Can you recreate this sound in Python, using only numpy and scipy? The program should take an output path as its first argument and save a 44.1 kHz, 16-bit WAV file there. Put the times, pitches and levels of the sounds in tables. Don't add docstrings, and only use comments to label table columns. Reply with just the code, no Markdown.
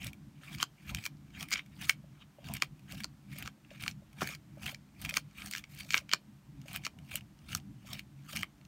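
import sys
import numpy as np
from scipy import signal
from scipy.fft import rfft, irfft, next_fast_len
from scipy.io import wavfile
from scipy.ndimage import uniform_filter1d, map_coordinates

SR = 44100
rng = np.random.default_rng(int(sys.argv[2]) if len(sys.argv) > 2 else 0)


def amplitude_ratio(level_db):
    exponent = np.asarray(level_db, float) / 20
    return 10 ** exponent


def bounce(signal):
    frames = np.transpose(np.atleast_2d(signal))
    limited = np.clip(frames, -1, 1)
    pcm = np.round(limited * 32767).astype(np.int16)
    wavfile.write(sys.argv[1], SR, pcm)


N = 382347


def unit(x):
    return x / np.sqrt(np.mean(x ** 2) + 1e-20)


def along(points, hz):
    f, value = np.transpose(points)
    return np.interp(np.log(hz + 1), np.log(f + 1), value)


def wobble(rate):
    knots = rng.standard_normal(int(N * rate / SR) + 4)
    return map_coordinates(knots, [np.arange(N) * rate / SR])


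def filtered(x, response):
    m = next_fast_len(N + SR // 2)
    return irfft(rfft(x, m) * response(np.fft.rfftfreq(m, 1 / SR)), m)[..., :N]


def noise(spectrum):
    return unit(filtered(rng.standard_normal(N), lambda hz: amplitude_ratio(along(spectrum, hz))))


def resonate(x, modes, order=2):
    def once(hz):
        total = 0
        for k, (centre, width, db) in enumerate(modes):
            damping = 1j * hz * width
            total = total + (-1) ** k * amplitude_ratio(db / order) * damping / (centre * centre - hz * hz + damping)
        return total

    click = filtered(signal.unit_impulse(N), lambda hz: once(hz) ** order)
    return filtered(x, lambda hz: once(hz) ** order) / np.abs(click).max()


def bursts(times, db, life, build=0.00014, crack=5.7):
    k = np.arange(-SR // 50, SR // 50)
    t = k / SR
    build = np.clip(np.reshape(build, (-1, 1)), 1e-4, .008)
    swell = amplitude_ratio(np.where(t < 0, 10 * t / build, -60 * t / life))
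    shape = rng.standard_normal((len(times), len(t))) * swell - crack * (k == 0)
    shape /= np.linalg.norm(shape * amplitude_ratio(-20 * np.abs(t) / 0.013), axis=1, keepdims=True)
    where = np.round(np.asarray(times) * SR).astype(int)[:, None] + k + SR
    return np.bincount(where.ravel(), (shape * amplitude_ratio(db)[:, None]).ravel(), N + 2 * SR)[SR:SR + N]


def rings(s, db, ring_hz, build, t60):
    k = np.arange(-SR // 200, SR // 60)
    t = k / SR
    stray = np.cumsum(.05 * rng.standard_normal((len(s), len(t))), axis=1)
    phase = 2 * np.pi * ring_hz[:, None] * t + stray
    swell = np.where(t < 0, 10 * t / np.clip(build[:, None], 5e-5, .008), -60 * t / t60)
    where = np.round(s * SR).astype(int)[:, None] + k
    return np.bincount(where.ravel(), (amplitude_ratio(db[:, None] + swell) * -np.sin(phase)).ravel(), N + SR)[:N]


def grit(slips, spread_db, smooth, clump_db):
    chance, size, side = rng.random((3, N))
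    slip = (chance < slips / SR) * amplitude_ratio(-spread_db * np.log(size + 0.00033)) * np.sign(side - .5)
    clumps = amplitude_ratio(clump_db * (wobble(45) + wobble(170)))
    return unit(clumps * (unit(slip) + smooth * rng.standard_normal(N)))


def steadied(force, span_s, top):
    power = np.abs(uniform_filter1d(force ** 2, round(span_s * SR)))
    return np.clip(force / np.sqrt(power + 1e-3), -top, top)


# frequency in Hz, level in dB per Hz.
HUM_SPECTRUM = [(15, -69), (30, -23), (58, -5.5), (100, -11), (148, 4.5), (172, -11.5), (197, 0.5),
                (235, -11.5), (300, -9.5), (400, -35), (900, -120)]
# frequency in Hz, level in dB per Hz.
AIR_HISS_SPECTRUM = [(210, -32), (350, -9.5), (480, -19), (570, -14.5), (823, -14.5), (1930, -19),
                     (3800, -23.5), (4850, -25), (5600, -25), (9500, -28.5), (10500, -34.5), (11500, -28.5),
                     (15500, -33.5), (17000, -28)]


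def background():
    z = signal.stft(noise(HUM_SPECTRUM), nperseg=2048)[2]
    field = uniform_filter1d(rng.standard_normal(z.shape), size=2, axis=0)
    field = unit(uniform_filter1d(field, size=3, axis=1))
    hum = signal.istft(z * amplitude_ratio(3 * field), nperseg=2048)[1][:N]
    hum = unit(amplitude_ratio(1.5 * wobble(5) + 2 * wobble(15)) * hum)
    return amplitude_ratio(-54.5) * hum + amplitude_ratio(-69.5 + 0.23 * wobble(1.572)) * noise(AIR_HISS_SPECTRUM)


def ramp(t, start, end, up, down):
    return up * np.minimum(t - start, 0) - down * np.maximum(t - end, 0)


# start in seconds, length in seconds, scrape level in dB, hiss level in dB.
DRAGS = [(0.022, 0.06, -45, -55.5), (0.432, 0.11, -51, -64.5), (0.529, 0.026, -55.5, -53),
         (0.896, 0.0071, -41.5, -49), (0.946, 0.079, -54, -61.5), (1.346, 0.037, -53, -74.5),
         (1.395, 0.04, -45.5, -52.5), (1.54, 0.055, -42.5, -64), (1.82, 0.034, -42, -49.5),
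         (2.209, 0.0094, -50, -80), (2.458, 0.12, -50, -62), (2.897, 0.12, -50, -59),
         (3.318, 0.16, -52, -61), (3.714, 0.055, -56.5, -71.5), (3.808, 0.093, -48, -55.5),
         (4.203, 0.13, -45.5, -55.5), (4.626, 0.093, -48, -53.5), (5.016, 0.11, -51, -60.5),
         (5.377, 0.052, -47.5, -57.5), (5.442, 0.042, -52.5, -52.5), (5.515, 0.077, -49.5, -52),
         (5.705, 0.24, -58.5, -62.5), (5.912, 0.076, -43.5, -50), (6.677, 0.076, -49.5, -59),
         (6.847, .02, -49.5, -56.5), (7.115, 0.057, -45.5, -51.5), (7.493, 0.081, -49, -55),
         (7.874, 0.071, -48.5, -57.5), (7.937, 0.06, -51, -61), (8.296, 0.12, -46, -51.5)]
# peak in seconds, scrape level in dB, hiss level in dB.
PEELS = [(0.615, -34, -44), (1.055, -49.5, -45.5), (1.53, -39, -45), (1.901, -33.5, -39),
         (2.545, -57, -54.5), (2.632, -45, -52), (3.394, -43.5, -50.5), (4.226, -34, -43),
         (5.029, -41.5, -45.5), (5.17, -36, -39), (5.805, -40, -50.5), (5.953, -37.5, -47.5),
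         (6.135, -36, -50.5), (6.76, -38, -45), (7.522, -37, -50.5)]
HISS_STEEPER = 1.07


def contact(steeper, column):
    grip, lift = 755.5, 701
    t, power = np.arange(0, N + 64, 64) / SR, 1e-12
    for s, length, *db in DRAGS:
        bite = ramp(t, s, s + length, grip, lift)
        landing = -12 + ramp(t, s, s, 146, lift)
        power = power + amplitude_ratio(db[column] + steeper * bite) ** 2 + amplitude_ratio(db[column] + steeper * landing) ** 2
    for s, *db in PEELS:
        power = power + amplitude_ratio(db[column] + steeper * ramp(t, s, s, 594.5, 703.5)) ** 2
    return np.interp(np.arange(N) / SR, t, 10 * np.log10(power))


# time in seconds, frequency in Hz.
SINGING_PLACE = [(0.45, 2350), (1.0, 2450), (1.56, 2098), (2.2, 2790), (2.95, 2663), (3.45, 2740),
                 (4.3, 2280), (5.5, 2350), (5.56, 1630), (5.65, 2300), (6.7, 2864), (7.55, 2900),
                 (8.4, 2715)]


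def patchy(x, patchy_db, sing_db=0):
    hz, t, z = signal.stft(x, SR, nperseg=256)
    field = uniform_filter1d(rng.standard_normal(z.shape), size=3, axis=0)
    field = uniform_filter1d(field, size=14, axis=1)
    singing_hz = np.interp(t, *np.transpose(SINGING_PLACE))
    lift = np.exp(-((hz[:, None] - singing_hz) / 450) ** 2)
    return signal.istft(z * amplitude_ratio(patchy_db * unit(field) + sing_db * lift), nperseg=256)[1][:N]


# centre in Hz, width in Hz, level in dB.
SHEET_MODES = [(690, 783, -5), (932, 707, 2.5), (1342, 454, 1.5)]
BODY_MODES = [(1600, 360, -8), (2324, 386, 0.5), (2850, 312, 0.5), (3170, 290, 0), (3775, 440, -9.5)]
CRISP_MODES = [(4335, 920, -2.5), (5470, 834, 0.5), (6800, 1720, -5.5)]
AIR_MODES = [(8060, 2200, -4), (12000, 5900, -1), (16140, 7700, -4)]


def scrape():
    scrape_db, hiss_db = contact(1, column=0), contact(HISS_STEEPER, column=1)
    force = grit(slips=1800, spread_db=3, smooth=.4, clump_db=3.2)
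    force = steadied(force, span_s=.035, top=11)
    fine = force + .8 * grit(slips=2000, spread_db=3, smooth=.3, clump_db=3.2)
    fine = steadied(fine, span_s=.035, top=9)
    low = unit(resonate(force, BODY_MODES)) + amplitude_ratio(-9.0) * unit(resonate(force, SHEET_MODES))
    between = amplitude_ratio((scrape_db + hiss_db) / 2 - 10.5) * unit(resonate(fine, CRISP_MODES))
    hiss = amplitude_ratio(hiss_db - 5.5) * unit(resonate(fine, AIR_MODES))
    grain = amplitude_ratio(scrape_db - 8.0) * low + between
    return patchy(grain, patchy_db=4.5, sing_db=3) + patchy(hiss, patchy_db=3.5)


def crumbs():
    crumbs_per_s = 600
    place, size = rng.random((round(crumbs_per_s * N / SR), 2)).T
    s = .01 + place * (N / SR - .02)
    both_db = contact(0.99, column=0) + contact(HISS_STEEPER, column=1)
    level_db = both_db[(s * SR).astype(int)] / 2
    ring_hz = np.clip(3800 * np.exp(.45 * rng.standard_normal(len(s))), 1200, 14000)
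    db = level_db - 4 - 4 * np.log(size + .01)
    on = level_db > -68
    return rings(s[on], db[on], ring_hz[on], np.full(on.sum(), .0002), t60=0.0038)


# peak in seconds, peak in dB, ring in Hz, crisp level and air level in dB relative to the peak.
RIPS = [(0.6282, -18, 3170, 4, -2.5), (0.9477, -24, 2450, 0.5, 0.5), (1.0629, -22, 2310, -1.5, -3),
        (1.527, -24, 2210, 0, -8), (1.5356, -20, 2380, -1.5, -12), (1.5387, -26, 2260, 6.5, -6),
        (1.895, -9, 2160, -6.5, -7.5), (1.8976, -15, 2230, -5, -11.5), (2.538, -33, 2410, -1, 12.5),
        (2.6221, -15, 2330, -1.5, -8.5), (3.0435, -30.5, 1410, 7, -2.5), (3.4758, -27.5, 2260, -4, -14),
        (3.8372, -24.5, 2250, -10, -10.5), (3.8794, -18, 2330, -3.5, -13),
        (4.6634, -25.5, 2510, -12.5, -2.5), (5.109, -26.5, 2440, -11, -15), (5.1405, -27, 2290, -1, -7.5),
        (5.1684, -16.5, 2410, -17, -5.5), (5.171, -22.5, 2260, 6, -1.5), (5.5359, -27.5, 2140, 0, -12),
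        (5.5506, -25, 1660, -7, -16), (5.9059, -23.5, 2270, 0.5, -11), (5.9345, -24.5, 2260, -1.5, -12),
        (5.943, -7, 2270, -16, -25), (5.9658, -26, 2200, -16, -12), (5.9784, -20.5, 2150, 0, -12.5),
        (6.093, -33, 2300, -7, -13), (6.1149, -24, 3060, -8, -24), (6.1275, -22.5, 3150, -7, -24),
        (6.1348, -12, 2380, 2.5, -10.5), (6.7608, -22.5, 2450, -16, 1.5), (6.85, -30, 2280, 3.5, -8),
        (6.8656, -23.5, 2330, -0.5, -11), (7.1564, -25.5, 2890, -5.5, 12), (7.5497, -29, 3550, 11.5, 11),
        (8.4314, -20.5, 2100, -14, -9)]
SNAPS = [(0.0447, -34.5, 3310, -11.5, 6), (0.5482, -36, 2260, -3.5, 0.5), (0.5843, -42, 3290, 4, -10.5),
         (0.6015, -26.5, 3110, -15, -21), (0.609, -33, 3780, -5.5, -22), (0.612, -39, 3230, 1.5, -12),
         (0.6149, -36, 3160, -3.5, -9), (0.624, -35, 3170, -5, -9.5), (0.988, -34, 2540, -13, -11),
         (1.0393, -36, 2370, 0, -11), (1.0537, -28.5, 2420, -1, -3), (1.4278, -31.5, 2530, -1.5, 1.5),
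         (1.5072, -39.5, 2310, 2, 9), (1.515, -29, 2150, -9, -16), (1.5238, -22, 2250, -5, -14),
         (1.571, -33, 2387, -6, -15), (1.5936, -28, 2170, -22, -27), (1.8192, -39.5, 2560, -1, 2),
         (1.8456, -36, 3650, -7.5, -10), (2.55, -33.5, 2750, -14, -9.5), (2.922, -36, 2750, -1.5, 3),
         (3.0038, -33, 1640, -11.5, -4), (3.036, -34, 2340, 5, -5), (3.3858, -43.5, 2270, -0.5, 17),
         (3.4248, -27.5, 2550, -8, -4), (3.4593, -35, 1420, -2, -7), (3.4665, -45, 2800, 3, -5.5),
         (3.8244, -33.5, 2790, -10, 1), (3.8625, -29.5, 1393, -14, -13), (4.243, -33, 2310, -7, -14),
         (4.2735, -29.5, 1750, -2.5, 2), (4.2896, -30.5, 2200, -12, -2), (4.323, -41, 2390, -11, -13),
         (4.3492, -41.5, 2070, 6, -2), (4.6325, -33, 2590, -11, -6), (4.6593, -29.5, 2480, -5, -5.5)]
LATE_SNAPS = [(4.6825, -28, 2230, -18, -14), (4.6949, -31, 3220, -13, -12), (5.0157, -45.5, 3610, 4, 14.5),
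              (5.049, -26, 2570, -13, -3.5), (5.0514, -25.5, 2520, -8.5, -8.5),
              (5.0591, -32, 2390, -6, -9.5), (5.0924, -25.5, 2560, -6, -8), (5.1572, -43, 2290, 7, 2),
              (5.4604, -41, 3230, 7, 11), (5.472, -40.5, 2400, 2, -1), (5.5119, -37.5, 2290, 4.5, 12),
              (5.526, -37, 2280, 4, -9), (5.562, -32, 2370, 2.5, -14), (5.5814, -36, 3060, 6, 1.5),
              (5.7896, -46, 2350, -3, 14), (5.8074, -33.5, 2250, -8, -6), (5.9506, -24.5, 2250, -6, -4),
              (5.9619, -37.5, 3040, -0.5, -9), (5.9707, -27, 2260, -7, -8), (5.973, -24.5, 2350, -9, -6),
              (6.6824, -37.5, 2500, -11, -5.5), (6.7312, -39.5, 2820, -12, 10.5),
              (6.8372, -38, 2260, -5, -15), (6.8531, -28, 2750, -5, -17), (6.856, -34, 2220, 3, -1),
              (7.1715, -41.5, 3600, -1, 6), (7.5197, -38.5, 3120, -12.5, -11),
              (7.5302, -28.5, 2830, -13, -10), (7.5707, -47, 3600, 11, 12), (7.9316, -31.5, 3740, -3.5, 3),
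              (7.9934, -34, 2300, -2, -1), (8.3306, -37.5, 2270, 3.5, -0.5),
              (8.3702, -25.5, 2260, -1.5, -8), (8.3908, -39, 3180, 3, 1), (8.4175, -43, 2290, -3, -13),
              (8.4256, -36.5, 3140, 2.5, -18)]
CRACKLES = [(0.069, -34, 3570, 2, 4.5), (0.62, -36, 3120, -4, -16), (0.9712, -33.5, 3170, -12.5, -12),
            (1.0572, -33.5, 2310, -1, -8), (1.4091, -31.5, 3300, -2, -7.5), (1.5184, -31, 2100, 3, -5),
            (1.5297, -30, 2380, 11, -4), (1.5575, -23, 2270, -19, -22), (1.564, -35, 2233, -19.5, -26.5),
            (1.5793, -35, 2460, -2, -20), (1.8244, -38, 2490, -18, -15),
            (1.8431, -33.5, 2340, -10.5, -12.5), (1.8493, -37, 2280, -10, -14),
            (2.52, -48, 2450, -13.5, -7), (2.5537, -30.5, 2270, -14.5, -7), (2.5684, -31, 2260, -3, -3),
            (3.0072, -39, 2310, -13, -1), (4.2094, -30.5, 1410, -7, -8.5), (4.2151, -32, 1730, -6, -7),
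            (4.2182, -32, 1394, -13, -12), (4.2202, -29, 1790, -6.5, -13), (4.228, -34.5, 1670, -13, -13),
            (4.3524, -38.5, 2155, -7, -2), (4.6655, -27, 2660, -15, -12), (4.6788, -32, 3200, -11, -9),
            (4.692, -35, 2200, -4.5, -8), (5.097, -25.5, 2500, -8, -2), (5.1625, -36, 2255, 2, 2),
            (5.4203, -34.5, 2330, -7.5, -11.5), (5.5728, -34, 2340, -6, -13), (5.9123, -37, 2310, 2, -5.5),
            (5.9248, -32.5, 2300, 4, -11), (5.982, -30.5, 1520, -12.5, -14), (7.9338, -35.5, 3360, 3.5, 2),
            (8.3564, -36.5, 2250, -1, -3), (8.3627, -25, 2360, -6, 1.5)]
# peak in seconds, peak in dB, crisp level and air level in dB relative to the peak.
FLECKS = [(0.132, -42.5, -7, 2), (0.985, -34, -14, -9), (1.17, -65, 5, -8), (1.305, -54, -1, -8),
          (1.4862, -40.5, -4.5, 2), (1.662, -50, -6.5, -3), (2.214, -55, -20, -36), (2.443, -45, -8, -8),
          (2.4865, -37, -4, -6), (2.601, -46, 0, -8), (2.794, -54, -5, -0.5), (4.265, -42, -4, -2),
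          (4.336, -44, -2, -6), (4.344, -45, 0, -6), (5.765, -52, 2, 6), (5.775, -50, 2, 4),
          (5.833, -46, 2, -2), (5.848, -48, 3, -4), (5.891, -40, -4, -10), (3.912, -44.5, 7.5, -8),
          (4.13, -53.5, -1.5, 2), (3.648, -49.5, -22.5, -33), (3.706, -45, -6.5, -24),
          (4.746, -33.5, -3, -9), (5.311, -56, 0, -14.5), (5.64, -34.5, -6, -17), (5.749, -53.5, 1, 13),
          (6.6157, -52, 3, 0), (6.988, -45.5, -9.5, -5.5), (7.209, -44, -9, -6), (7.39, -55, 2, -5),
          (7.6, -49, -4, -14), (8.613, -54, -5, -12), (8.651, -54, 4.5, -2)]
# peak in seconds, peak in dB.
FLEXES = [(0.6273, -25), (1.0638, -40.5), (1.5159, -34.5), (1.5358, -38.5), (1.5382, -36), (1.896, -45.5),
          (1.8968, -35.5), (2.6228, -25.5), (3.0433, -35), (3.4764, -37.5), (3.8631, -36.5), (3.879, -47),
          (4.2124, -37.5), (4.2169, -39), (4.2226, -28), (4.227, -40), (5.1672, -40), (5.171, -28.5),
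          (5.943, -27.5), (5.9647, -34.5), (5.982, -40.5), (6.1294, -35.5), (6.1346, -23.5),
          (6.8659, -32.5), (7.5495, -33.5), (8.431, -33)]
BUILD_MS = {"rip": .2, "snap": .25, "crackle": 1.7, "fleck": .6}
CRACK = {"rip": 16, "snap": 9, "crackle": 2.5, "fleck": 3}


def snaps():
    flecks = []
    for s, db, crisp, air in FLECKS:
        flecks.append((s, db, np.interp(s, *np.transpose(SINGING_PLACE)), crisp, air))
    kinds = [("rip", RIPS), ("snap", SNAPS), ("snap", LATE_SNAPS), ("crackle", CRACKLES), ("fleck", flecks)]
    rows = [(*row, BUILD_MS[kind] / 1000, CRACK[kind]) for kind, table in kinds for row in table]
    s, db, ring_hz, crisp_db, air_db, build, crack = np.transpose(rows)

    def tear(db, life, sharp=1):
        return bursts(s, db, life, build, sharp * crack[:, None])

    body = rings(s, db - 5.0, ring_hz, build, t60=.015)
    body = body + resonate(tear(db - 3.0, life=0.014), BODY_MODES, order=1)
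    flex = bursts(*np.transpose(FLEXES), life=.012, crack=6.5)
    sheet = resonate(amplitude_ratio(0.4) * flex + tear(db - 22.5, life=0.013), SHEET_MODES)
    crisp = resonate(tear(db + crisp_db - 2.0, life=0.013, sharp=.6), CRISP_MODES)
    crisp = crisp + rings(s, db + crisp_db - 6.5, rng.normal(5300, 600, len(s)), build, t60=0.0053)
    air = resonate(tear(db + air_db, life=0.013, sharp=0.35), AIR_MODES)
    return body + sheet + crisp + air


# start in seconds, peak in dB.
TICKS = [(0.061, -50), (0.417, -52.5), (0.915, -44), (1.542, -57), (2.04, -49.5), (2.385, -44),
         (2.932, -47), (3.358, -48.5), (3.577, -62), (3.713, -45.5), (4.021, -52), (4.291, -44),
         (4.572, -44), (4.725, -42.5), (5.123, -45), (5.855, -52), (6.016, -49.5), (6.656, -45),
         (7.143, -42), (7.847, -54), (7.953, -46.5), (8.334, -45)]
# frequency in Hz, level in dB, 60 dB decay in seconds.
FRAME_MODES = [(583, 1.5, 0.035), (630.5, -12, 0.05), (740, -6.5, 0.025)]


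def ticks():
    out, t = np.zeros(N + SR), np.arange(SR // 8) / SR
    bend = 1 + .06 * np.exp(-t / .008)
    for s, db in TICKS:
        ring = 0
        for hz, level, t60 in FRAME_MODES:
            decay = amplitude_ratio(level + rng.normal(0, 4) - 60 * t / t60)
            ring = ring + decay * np.sin(2 * np.pi * hz * t * bend)
        out[round(s * SR):][:len(t)] += amplitude_ratio(db + 1) * ring * (1 - np.exp(-t / .003))
    return out[:N]


# peak in seconds, thud level in dB, board rumble level in dB.
PUSHES = [(0.062, -48, -66), (0.557, -51.5, -68.5), (0.946, -45.5, -61.5), (1.418, -49.5, -63),
          (1.832, -52.5, -67), (2.511, -44, -54.5), (2.944, -50, -67.5), (3.437, -49, -63.5),
          (3.867, -49.5, -65), (4.233, -53, -55.5), (4.665, -52.5, -59.5), (5.059, -48.5, -59),
          (5.45, -55, -68), (5.838, -57, -74), (6.748, -54, -59.5), (6.99, -55.5, -67),
          (7.156, -53.5, -66.5), (7.557, -49.5, -67.5), (7.92, -53.5, -64.5), (8.377, -49, -63.5)]
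# frequency in Hz, level in dB per Hz.
THUD_SPECTRUM = [(25, -47), (48, -8.5), (90, -2.5), (200, -3.5), (350, -23), (700, -92.5)]
# centre in Hz, width in Hz, level in dB.
RUMBLE_MODES = [(411, 27, -5.5), (720, 162, 0.5), (1030, 170, -7.5)]


def pushes():
    s, *db = np.transpose(PUSHES)
    swells = np.exp(-((np.arange(N) / SR - s[:, None]) / 0.058) ** 2)
    thud, rumble = amplitude_ratio(db) @ swells
    force = grit(slips=350, spread_db=4, smooth=1.1, clump_db=4.0)
    force = steadied(force, span_s=0.17, top=5)
    return thud * amplitude_ratio(3.0) * noise(THUD_SPECTRUM) + rumble * unit(resonate(force, RUMBLE_MODES))


# time in seconds, peak in dB.
EDGE_HITS = [
    (4.2178, -23),
]
# centre in Hz, width in Hz, level in dB.
BOARD_MODES = [(156, 76, 2), (340, 190, 1), (752, 300, 2.5), (1250, 870, -7.5)]


def thump():
    knocks = [(s, db - 15) for s, db in FLEXES]
    s, db = np.transpose(list(EDGE_HITS) + knocks)
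    return resonate(bursts(s, db, life=0.041), BOARD_MODES)


# frequency in Hz, 60 dB decay in seconds.
ROOM_DECAY = [(300, 0.56), (1000, 0.059), (3000, 0.12), (10000, 0.059)]


def room(x):
    hz, t, z = signal.stft(rng.standard_normal(SR // 3), SR, nperseg=256)
    decay = amplitude_ratio(-60 * t / along(ROOM_DECAY, hz)[:, None])
    tail = signal.istft(z * decay, SR, nperseg=256)[1]
    answer = amplitude_ratio(-20.0) * np.pad(tail / np.linalg.norm(tail), (round(0.0067 * SR), 0))
    ceiling = bursts([.0102], np.zeros(1), life=0.004)
    answer += amplitude_ratio(-17.5) * ceiling[:len(answer)]
    return signal.fftconvolve(x, answer)[:N]


def scene():
    near = scrape() + crumbs() + snaps() + thump() + ticks()
    return (near + room(near) + pushes() + background())[None]


def roll_off(x):
    return signal.sosfilt(signal.butter(12, 16970, fs=SR, output="sos"), x)


def record(dry):
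    top_hz = 16000
    mix = filtered(dry, lambda hz: np.clip((top_hz + 400 - hz) / 800, 0, 1) ** 2)
    return roll_off(mix)


dry = scene()
out = record(dry)
bounce(out)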